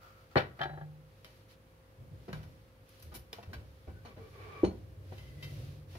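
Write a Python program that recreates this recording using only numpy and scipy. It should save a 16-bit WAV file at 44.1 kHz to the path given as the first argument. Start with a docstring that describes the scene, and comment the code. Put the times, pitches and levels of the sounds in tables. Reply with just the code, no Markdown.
"""Steel tweezers laid down on a workbench beside a brick: they clatter, bounce and rock to rest, each
contact ringing steel and bench together. Hands then shift small things about with clicks, soft bumps
and rustling; something slides, rubbing unevenly, and stops with a knock that sets metal ringing.
Heard from a close pair of microphones in a small room, with a low hum that swells near the end."""
import sys
import numpy as np
from scipy import signal
from scipy.fft import irfft, next_fast_len
from scipy.io import wavfile
from scipy.ndimage import uniform_filter1d

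SR = 44100
rng = np.random.default_rng(int(sys.argv[2]) if len(sys.argv) > 2 else 0)


def to_wav(s):
    """Save 16-bit WAV."""
    ch = np.atleast_2d(s).T  # columns
    pcm = np.round(np.clip(ch, -1, 1) * 32767)  # PCM
    wavfile.write(sys.argv[1], SR, pcm.astype(np.int16))


N = 263718
TIME, HZ = np.arange(N) / SR, np.fft.rfftfreq(next_fast_len(N, True), 1 / SR)
BANDS_HZ, TOP_HZ = np.geomspace(60, 15000, 24), 15750

# The tweezers land, tips first, then flat; ring_factor shortens the ringing while fingers hold on:
# start_s, level_db, tilt_db_per_octave, t60_s, ring_db, ring_factor
LANDINGS = [(.3565, -20, -4, 0.071, -32, 0.45), (.3652, -25.5, -4.5, .11, -28, 0.69),
            (.371, -33, 4.5, 0.056, -47, 0.64), (.3775, -34, 3, 0.18, -37, 1),
            (.591, -40.5, -0.5, 0.079, -54, .55), (.606, -51, -2.5, 0.028, -34, 0.29),
            (.6135, -38, 5, 0.07, -33.5, 0.82), (.631, -41.5, 4.5, 0.093, -37, 0.45)]
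# Crack of steel on the bench: frequency_hz, density_db
CLACK_COLOUR = [(60, -12.5), (130, -1.5), (250, -13), (370, 3), (620, -2.5), (1050, -6.5), (1700, -3),
                (2600, -15.5), (3300, -12.5), (4700, -25), (5700, -36.5), (8000, -61), (11000, -36),
                (15000, -58)]
# Bench and tweezers ringing together: pitch_hz, level_db, t60_s
CLATTER_MODES = [(371, -1.5, 0.065), (501, -21, 0.17), (588, -4.5, 0.2), (699, -1, 0.19), (791, 1, 0.18),
                 (892, -2.5, 0.16), (1175, -1, 0.06), (1313, -4, 0.15), (1390, -8.5, 0.19),
                 (1636, -1, 0.18), (1740, -2.5, 0.13), (1896, -12.5, 0.29), (1960, -13, 0.18),
                 (2360, -37, 0.28), (3080, -30, 0.12), (3120, -15, 0.16), (3010, -32, 0.15),
                 (3456, -17, 0.1), (4400, -44, .12)]


def tweezers(bands):
    """Close up and a little left, each bounce cracks against the bench and rings its modes."""
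    out = np.zeros((2, N))
    octaves = np.log2(np.minimum(BANDS_HZ, 4500) / 1000)
    for start_s, db, tilt, t60, ring_db, ring_factor in LANDINGS + rocking():
        contact_s = 0.0002 * amp(-.7 * (db + 22.5))  # gentle contacts last longer
        gains = amp(db) * band_gains(read(CLACK_COLOUR, BANDS_HZ) + tilt * octaves)
        add(out, start_s, burst(bands, start_s, gains, t60, room_db=-21, rise_s=contact_s))
        modes = [(hz, mode_db + tilt * np.log2(hz / 1200), ring_s * ring_factor)
                 for hz, mode_db, ring_s in CLATTER_MODES]
        add(out, start_s, amp(ring_db) * ring(modes, rise_s=contact_s, scatter=0.97))
    bass_cut = signal.butter(2, 70.4, "highpass", fs=SR, output="sos")
    return signal.sosfilt(bass_cut, out) * lean_left(db=1.3)


# The tweezers settle on the bench top: start_s, strength_db
ROCK_CONTACTS = [(.654, 3.5), (.691, -2), (.732, -6.5), (.773, -4.5), (.809, -4)]


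def rocking():
    """The tweezers rock to rest in light, dull contacts, given as rows like the landings."""
    tilt, t60, ring_factor = -3, .08, 0.72
    return [(start_s, db - 49.5, tilt, t60, db - 45, ring_factor) for start_s, db in ROCK_CONTACTS]


# Modes of steel tips, arms, rod and plate, and of a hollow cap and shell: pitch_hz, level_db, t60_s
TIP_MODES = [(4240, -2.5, 0.032), (4430, -4.5, 0.04), (7180, -34, 0.12)]
ARM_MODES = [(770, -3, 0.55), (855, -13, 0.76), (3130, 1, 0.079), (3990, -16.5, 0.51)]
ROD_MODES = [(4260, 0, 0.2), (4320, -5.5, 0.21), (6500, -7, 0.17), (9600, -11, 0.13)]
PLATE_MODES = [(2053, 2.5, 0.25), (2677, -1, 0.22), (3100, .5, 0.22), (3750, -9, 0.21), (4840, -5.5, 0.21)]
CAP_MODES = [(452, -7, 0.062), (1130, -17, 0.066), (3460, 1.5, 0.017), (5120, 0, 0.021)]
SHELL_MODES = [(1620, 2, 0.1), (2240, -9, .07), (2900, -15, 0.056), (4070, -4, 0.029)]
# Things left ringing on the bench: start_s, thing, level_db
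PING_STRIKES = [(.372, "tips", -24.5), (.613, "arms", -37.5), (2.3305, "shell", -44.5),
                (3.3298, "cap", -34), (3.531, "shell", -45.5), (4.05, "rod", -61.5), (4.648, "rod", -47.5),
                (5.179, "plate", -61), (5.277, "plate", -67.5), (5.426, "plate", -50)]


def pings():
    """Struck steel and hollow things ring on in their own modes, a little left of centre."""
    modes = {"tips": TIP_MODES, "arms": ARM_MODES, "rod": ROD_MODES,
             "plate": PLATE_MODES, "cap": CAP_MODES, "shell": SHELL_MODES}
    out = np.zeros((2, N))
    for start_s, thing, db in PING_STRIKES:
        add(out, start_s, amp(db) * ring(modes[thing], rise_s=0.0011, scatter=1))
    return out * lean_left(db=1.5)


# The hollow wooden stop: pitch_hz, level_db, t60_s
STOP_MODES = [(85.2, -30.5, 0.34), (189.7, -30.5, 0.33), (282, -33, 0.049), (342, -1, 0.037),
              (319, -34.5, 0.37), (403.5, -27, 0.19), (511, -12, 0.042), (604, -34, 0.063),
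              (821, -36, 0.11), (906, -34, 0.1)]
# Its reflections in the room: frequency_hz, density_db
WASH_COLOUR = [(60, 4), (130, -5.5), (240, 2), (420, -2), (700, -12.5), (950, -15), (1350, -26),
               (3000, -29.5), (5000, -35), (8000, -51), (15000, -73)]


def knock(bands, start_s):
    """The slide ends against a hollow stop; reflections thicken just after the blow."""
    out = np.zeros((2, N))
    add(out, start_s, ring(STOP_MODES, rise_s=0.0054, scatter=0, spread=.6))
    wash_s = start_s + .005
    gains = amp(-20.5) * band_gains(read(WASH_COLOUR, BANDS_HZ))
    add(out, wash_s, burst(bands, wash_s, gains, t60=.105, room_db=-15, rise_s=.009))
    return out


# Something pushed along the bench: start_s, end_s, level_db
PUSHES = [(4.03, 4.14, -59.5), (4.19, 4.3, -61), (4.3, 4.65, -52)]
# Resonances of the sliding thing: pitch_hz, width_hz, level_db
FRICTION_PEAKS = [(434, 100, 0), (776, 280, -12.5), (1142, 94, -2), (1650, 850, -17.5), (2315, 89, -6.5),
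                  (3120, 2900, -25.5)]


def slide():
    """Uneven friction sings in a few resonances; a firmer grip is louder and slightly higher."""
    colour = sum(amp(db) * peak(hz, width) for hz, width, db in FRICTION_PEAKS)
    rub = noises([colour])[0]
    grip = wander(samples=1500)
    position = np.cumsum(1 + 0.0151 * grip)
    bent = np.array([np.interp(position, np.arange(N), side) for side in rub])
    return bent * strokes(PUSHES, rise=0.42, fall=0.12) * amp(1.04 * grip)


# Small things shifted near the microphones:
# start_s, level_db, tilt_db_per_octave, t60_s, pitch_hz, ring_db
TOUCHES = [(1.2455, -55.5, 0, 0.023, 3105, -51), (2.279, -59, -6, 0.19, 367, -33.5),
           (2.329, -49.5, -1.6, 0.028, 1536, -45), (2.4285, -66.5, 0.5, 0.079, 1570, -59),
           (3.117, -63.5, -3, 0.21, 1218, -45.5), (3.329, -49.5, 0.3, .05, 3000, -48.5),
           (3.385, -68.5, -6, 0.022, 693, -40), (3.4277, -60.5, -2.5, 0.058, 2674, -54),
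           (3.531, -52.5, -1.5, .1, 1543, -40.5), (3.872, -65, -8, 0.18, 430, -47),
           (4.048, -59, -3.5, 0.24, 709, -40.5), (4.164, -65, -7, 0.25, 437, -62),
           (5.1183, -61.5, -6, 0.13, 758, -43), (5.179, -65.5, 1, 0.1, 3900, -58),
           (5.4242, -55.5, 1.5, 0.15, 3740, -49), (5.9508, -59.5, -4.5, .09, 680, -47)]
# Noise of one light contact: frequency_hz, band_db
TOUCH_COLOUR = [(60, -7.5), (150, -11.5), (350, -9.5), (1500, -5.5), (4000, -3), (5500, -4.5), (7800, -22),
                (11000, -6.5), (15000, -13.5)]


def clicks(bands):
    """Light contacts, dull or bright, each ring a short-lived cluster of modes."""
    out = np.zeros((2, N))
    octaves = np.log2(np.clip(BANDS_HZ, 380, 11000) / 2000)
    for start_s, db, tilt, t60, hz, ring_db in TOUCHES:
        contact_s = min(0.0014 * (t60 / 0.069) ** 1.47, .01)  # long scuffs also start softly
        gains = amp(db + 1.13 + read(TOUCH_COLOUR, BANDS_HZ) + tilt * octaves)
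        add(out, start_s, burst(bands, start_s, gains, t60, room_db=-10, rise_s=contact_s))
        cluster = [(hz * 1.2, -8, .07), (hz, -2, .09), (hz * 0.68, -6, .08), (hz * 1.3, -11, .07)]
        add(out, start_s, amp(ring_db) * ring(cluster, rise_s=contact_s, scatter=0.86))
    return out * lean_left(db=.4)


# Grit on the bench: start_s, level_db, t60_s
CRACKLES = [(2.891, -61, .022), (2.997, -61, 0.054), (3.0234, -52.5, .05), (3.14, -55, 0.082),
            (3.1468, -49, 0.14)]
# Its fizz, close up: frequency_hz, band_db
CRACKLE_COLOUR = [(300, -17.5), (1500, -17), (4000, -10.5), (5500, -6.5), (7800, -22), (11000, 1),
                  (15000, -10.5)]


def grit(bands):
    """Grit crushed under something gives thin, fizzy crackles."""
    out = np.zeros((2, N))
    for start_s, db, t60 in CRACKLES:
        gains = amp(db + read(CRACKLE_COLOUR, BANDS_HZ))
        add(out, start_s, burst(bands, start_s, gains, t60, room_db=-12.5, rise_s=0.014 * t60))
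    return out * lean_left(db=.4)


# Soft blows on the bench: start_s, pitch_hz, level_db, t60_s
BENCH_BUMPS = [(.362, 131.5, -37.5, 0.59), (0.605, 144.4, -37.5, 0.45), (0.698, 150.4, -40, 0.6),
               (.812, 151.6, -40, 0.77), (1.984, 110, -37, 0.052), (2.114, 142, -36.5, 0.1),
               (2.281, 187.2, -42.5, 0.5), (2.326, 152.4, -34.5, 0.41), (2.455, 97, -44, 0.13),
               (3.038, 79.4, -42, 0.61), (3.114, 63, -47.5, 0.25), (3.475, 90, -35, 0.13),
               (3.572, 69.1, -44.5, 0.9), (3.876, 73.8, -39.5, 0.36), (4.164, 96.4, -42, 0.41)]


def bumps():
    """Each soft bump sets the bench top swinging in one low mode."""
    out = np.zeros((2, N))
    for start_s, *mode in BENCH_BUMPS:
        add(out, start_s, ring([mode], rise_s=0.0056, scatter=0))
    return out


# Faint friction squeaks at the bench: start_s, end_s, pitch_hz, width_hz, level_db
SQUEAK_RUBS = [(3.884, 4.037, 1500, 71.4, -66.5), (4.192, 4.3, 449, 39.3, -55),
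               (4.51, 4.65, 1158, 89.5, -55), (4.532, 4.67, 2312, 70, -59), (5.17, 5.356, 2040, 80, -67),
               (5.17, 5.31, 3060, 140, -69), (5.36, 5.536, 2000, 80, -66)]


def squeaks():
    """Rubbing keeps one narrow resonance sounding for a moment."""
    tones = noises([peak(hz, width) for _, _, hz, width, _ in SQUEAK_RUBS])
    return sum(tone * level([(on, db - 11), (on + 0.028, db), (off - .04, db), (off, db - 10)])
               for tone, (on, off, _, _, db) in zip(tones, SQUEAK_RUBS))


# Hands brush past things; the tweezers' tips graze brick and bench: start_s, end_s, level_db
HAND_STROKES = [(0, 1.0, -75), (1.0, 1.6, -73.5), (1.22, 1.5, -68.5), (1.48, 1.565, -62.5),
                (2.08, 2.78, -69), (2.82, 3.22, -65), (3.15, 4.6, -72.5), (4.05, 5.03, -67),
                (5.0, 5.51, -63.5), (5.34, 5.87, -59), (5.87, 6.1, -60)]
TIP_STROKES = [(0, 0.15, -61), (.1, 0.29, -66.5), (.305, 0.355, -63), (.565, .62, -65)]
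# Each kind of rubbing, close up: frequency_hz, density_db
HAND_COLOUR = [(300, -14), (1000, 0), (2500, 2.5), (4500, 1.5), (6000, -3.5), (8000, -13.5), (11000, -5.5),
               (15000, -12)]
TIP_COLOUR = [(410, -35), (700, -7.5), (1030, -12), (1180, -3.5), (1380, 3), (1490, -10), (3900, -19.5),
              (4550, -18.5), (8870, -32), (15000, -26)]


def rubbing():
    """Skin and steel rub over surfaces with a grainy hiss."""
    grain = amp(0.76 * wander(samples=120))
    brushing = np.hypot(strokes(HAND_STROKES, rise=0.4, fall=0.76), amp(-76.5))  # never quite still
    hands = hiss(HAND_COLOUR) * brushing
    tips = amp(2) * hiss(TIP_COLOUR) * strokes(TIP_STROKES, rise=0.23, fall=0.45)
    return grain * (hands + tips)


# Rumble that rises with the hum: time_s, level_db
RUMBLE_RISE = [(4.0, -64), (4.5, -53.5), (5.25, -51.5), (5.6, -44.5), (5.82, -54.5), (5.98, -55)]
# Rumble through the bench: frequency_hz, density_db
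SHAKE_COLOUR = [(25, -18), (42, -12.5), (58, 6.5), (95, 5), (125, 4.5), (155, -4), (210, -12.5),
                (320, -11.5), (600, -16.5), (1200, -46.5)]


def rumble():
    """The bench shakes after each bump, more after deep ones; late on, the rumble rises with the hum."""
    db_per_octave, rise_s, t60 = -5, 0.027, 0.93
    power = level(RUMBLE_RISE) ** 2
    for start_s, hz, db, _ in BENCH_BUMPS:
        age = np.maximum(TIME - start_s, 0)
        shake_db = db - 10 + db_per_octave * np.log2(hz / 100) - 60 * age / t60
        power += (amp(shake_db) * np.minimum(age / rise_s, 1)) ** 2
    return hiss(SHAKE_COLOUR) * np.sqrt(power)


# The room's faint hum: pitch_hz, level_db
HUM_TONES = [(57, -68.5), (101, -68.5), (156, -75.5), (479, -77), (527.6, -70)]
# Two low tones that swell: time_s, lower_db, upper_db
HUM_SWELL = [(4.3, -61.5, -85), (4.9, -55, -75), (5.12, -49, -73), (5.3, -65, -60), (5.45, -51, -47),
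             (5.68, -52, -49), (5.82, -57, -55.5), (5.98, -48.5, -58)]
# Still air in the room: frequency_hz, density_db
AIR_COLOUR = [(25, -43), (42, -10), (58, -23), (100, -4), (173, -17), (270, -17), (440, -21), (530, -20.5),
              (760, -25.5), (1200, -25.5), (2100, -30.5), (5400, -43.5), (8000, -46), (11000, -42.5),
              (15500, -44)]


def room_tone():
    """Behind the bench sounds: still air, a faint wavering hum and a low one that swells."""
    steady = sum(amp(db) * waver(hz, drift_hz=1.65) for hz, db in HUM_TONES)
    lower = level([(s, db) for s, db, _ in HUM_SWELL]) * waver(hz=98.8, drift_hz=3.407)
    upper = level([(s, db) for s, _, db in HUM_SWELL]) * waver(hz=144, drift_hz=3.407)
    return amp(-62) * hiss(AIR_COLOUR) + steady + lower + upper


# Decay of the small room: frequency_hz, t60_s
ROOM_DECAY = [(100, 0.51), (500, 0.36), (1500, 0.43), (4000, 0.28), (12000, 0.28)]


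def burst(bands, start_s, gains, t60, room_db, rise_s):
    """A blow into countless close modes: a quick decay, then the room's longer tail."""
    start = round(start_s * SR)
    part = bands[:, :, start:start + SR // 2]
    t = np.arange(part.shape[-1]) / SR
    direct = amp(-60 * t / t60)
    tail = amp(room_db - 60 * t / read(ROOM_DECAY, BANDS_HZ)[:, None])
    swell = 1 - np.exp(-t / (rise_s + 0.49 / BANDS_HZ[:, None]))  # bass builds up more slowly
    return np.einsum("bct,bt->ct", part, gains[:, None] * swell * np.hypot(direct, tail))


# How alike the left and right microphones sound: frequency_hz, correlation
MIC_LIKENESS = [(100, 0.98), (200, 0.8), (380, 0.65), (700, 0.3), (1400, -0.37), (2800, 0.16),
                (5000, -0.073), (12000, 0.11)]


def noises(gains):
    """Noise at the two microphones, one pair for each gain spectrum, rms 1."""
    left, other = rng.standard_normal((2, len(HZ))) + 1j * rng.standard_normal((2, len(HZ)))
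    same = read(MIC_LIKENESS, HZ)
    pair = np.array([left, same * left + np.sqrt(1 - same ** 2) * other])
    return np.array([unit(irfft(pair * gain)[:, :N]) for gain in gains])


def ring(modes, rise_s, scatter, spread=1):
    """Dying modes; scatter is the chance in where they are struck."""
    t, out = np.arange(SR * 2 // 3) / SR, 0
    for hz, db, t60 in modes:
        # high modes reach the microphones out of step
        apart = spread * np.arccos(read(MIC_LIKENESS, hz)) * np.array([[-.5], [.5]])
        phase = 2 * np.pi * (hz * t + scatter * rng.uniform(-0.46, 0.38)) + apart
        out = out - amp(db - 60 * t / t60) * np.sin(phase)
    return out * (1 - np.exp(-t / rise_s))


def contact_bands():
    """Noise bands for the blows: near reflections comb them all alike, rough surfaces chatter."""
    comb = amp(4 * unit(uniform_filter1d(rng.standard_normal(len(HZ)), size=330)))
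    passed = comb * (HZ > 45) * (HZ < TOP_HZ)
    shapes = [np.sqrt(read(list(zip(BANDS_HZ, row)), HZ)) for row in np.eye(len(BANDS_HZ))]
    bands = noises([shape * passed for shape in shapes])
    chatter_db = 1.23 * unit(uniform_filter1d(wander(samples=90), size=60))
    return bands * unit(amp(chatter_db))


def strokes(rows, rise, fall):
    """Gain of hand movements that swell, hold and let go; rise and fall are shares of their length."""
    power = np.zeros(N)
    for start, end, db in rows:
        progress = (TIME - start) / (end - start)
        ramp = np.clip(np.minimum(progress / rise, (1 - progress) / fall), 0, 1)
        power += (amp(db) * np.sin(np.pi / 2 * ramp)) ** 2
    return np.sqrt(power)


def hiss(colour):
    """Steady noise of one colour."""
    return noises([amp(read(colour, HZ))])[0]


def waver(hz, drift_hz):
    """A tone of rms 1 whose pitch wanders slightly."""
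    pitch_hz = hz + drift_hz * wander(samples=5000)
    return np.sqrt(2) * np.sin(2 * np.pi * np.cumsum(pitch_hz) / SR)


def wander(samples):
    """Smoothed random motion, rms 1."""
    return unit(uniform_filter1d(rng.standard_normal(N), size=samples))


def peak(hz, width):
    """Gain spectrum of a steep resonance."""
    return 1 / (1 + (2 * (HZ - hz) / width) ** 2)


def band_gains(density_db):
    """Gain of each band from dB per Hz, with total power 1."""
    gains = amp(density_db) * np.sqrt(BANDS_HZ)
    return gains / np.linalg.norm(gains)


def read(points, hz):
    """Reads a curve on a log-frequency axis."""
    point_hz, value = np.transpose(points)
    return np.interp(np.log(hz + 1), np.log(point_hz + 1), value)


def level(curve):
    """Gain over time from rows of time_s, level_db; silent outside them."""
    s, db = np.transpose(curve)
    return amp(np.interp(TIME, s, db)) * (TIME >= s[0]) * (TIME <= s[-1])


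def lean_left(db):
    """Gains that raise the left microphone and lower the right."""
    return amp([[db], [-db]])


def amp(db):
    """Decibels to gain."""
    return 10 ** (np.asarray(db) / 20)


def unit(x):
    """Scales to rms 1."""
    return x / np.sqrt(np.mean(x ** 2) + 1e-20)


def add(mix, start_s, sound):
    """Mixes a sound in at a time."""
    part = mix[:, round(start_s * SR):][:, :sound.shape[-1]]
    part += sound[..., :part.shape[1]]


def scene():
    """Everything on the bench, close to the microphones, over the room tone."""
    bands = contact_bands()
    contacts = tweezers(bands) + clicks(bands) + grit(bands) + bumps() + pings()
    sliding = slide() + knock(bands, start_s=4.633)
    return contacts + sliding + squeaks() + rubbing() + rumble() + room_tone()


def record(dry):
    """The recorder's band limit."""
    lowpass = signal.firwin(511, TOP_HZ, window=("kaiser", 9), fs=SR)
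    return signal.oaconvolve(dry, lowpass[None], "same")


dry = scene()
out = record(dry)
to_wav(out)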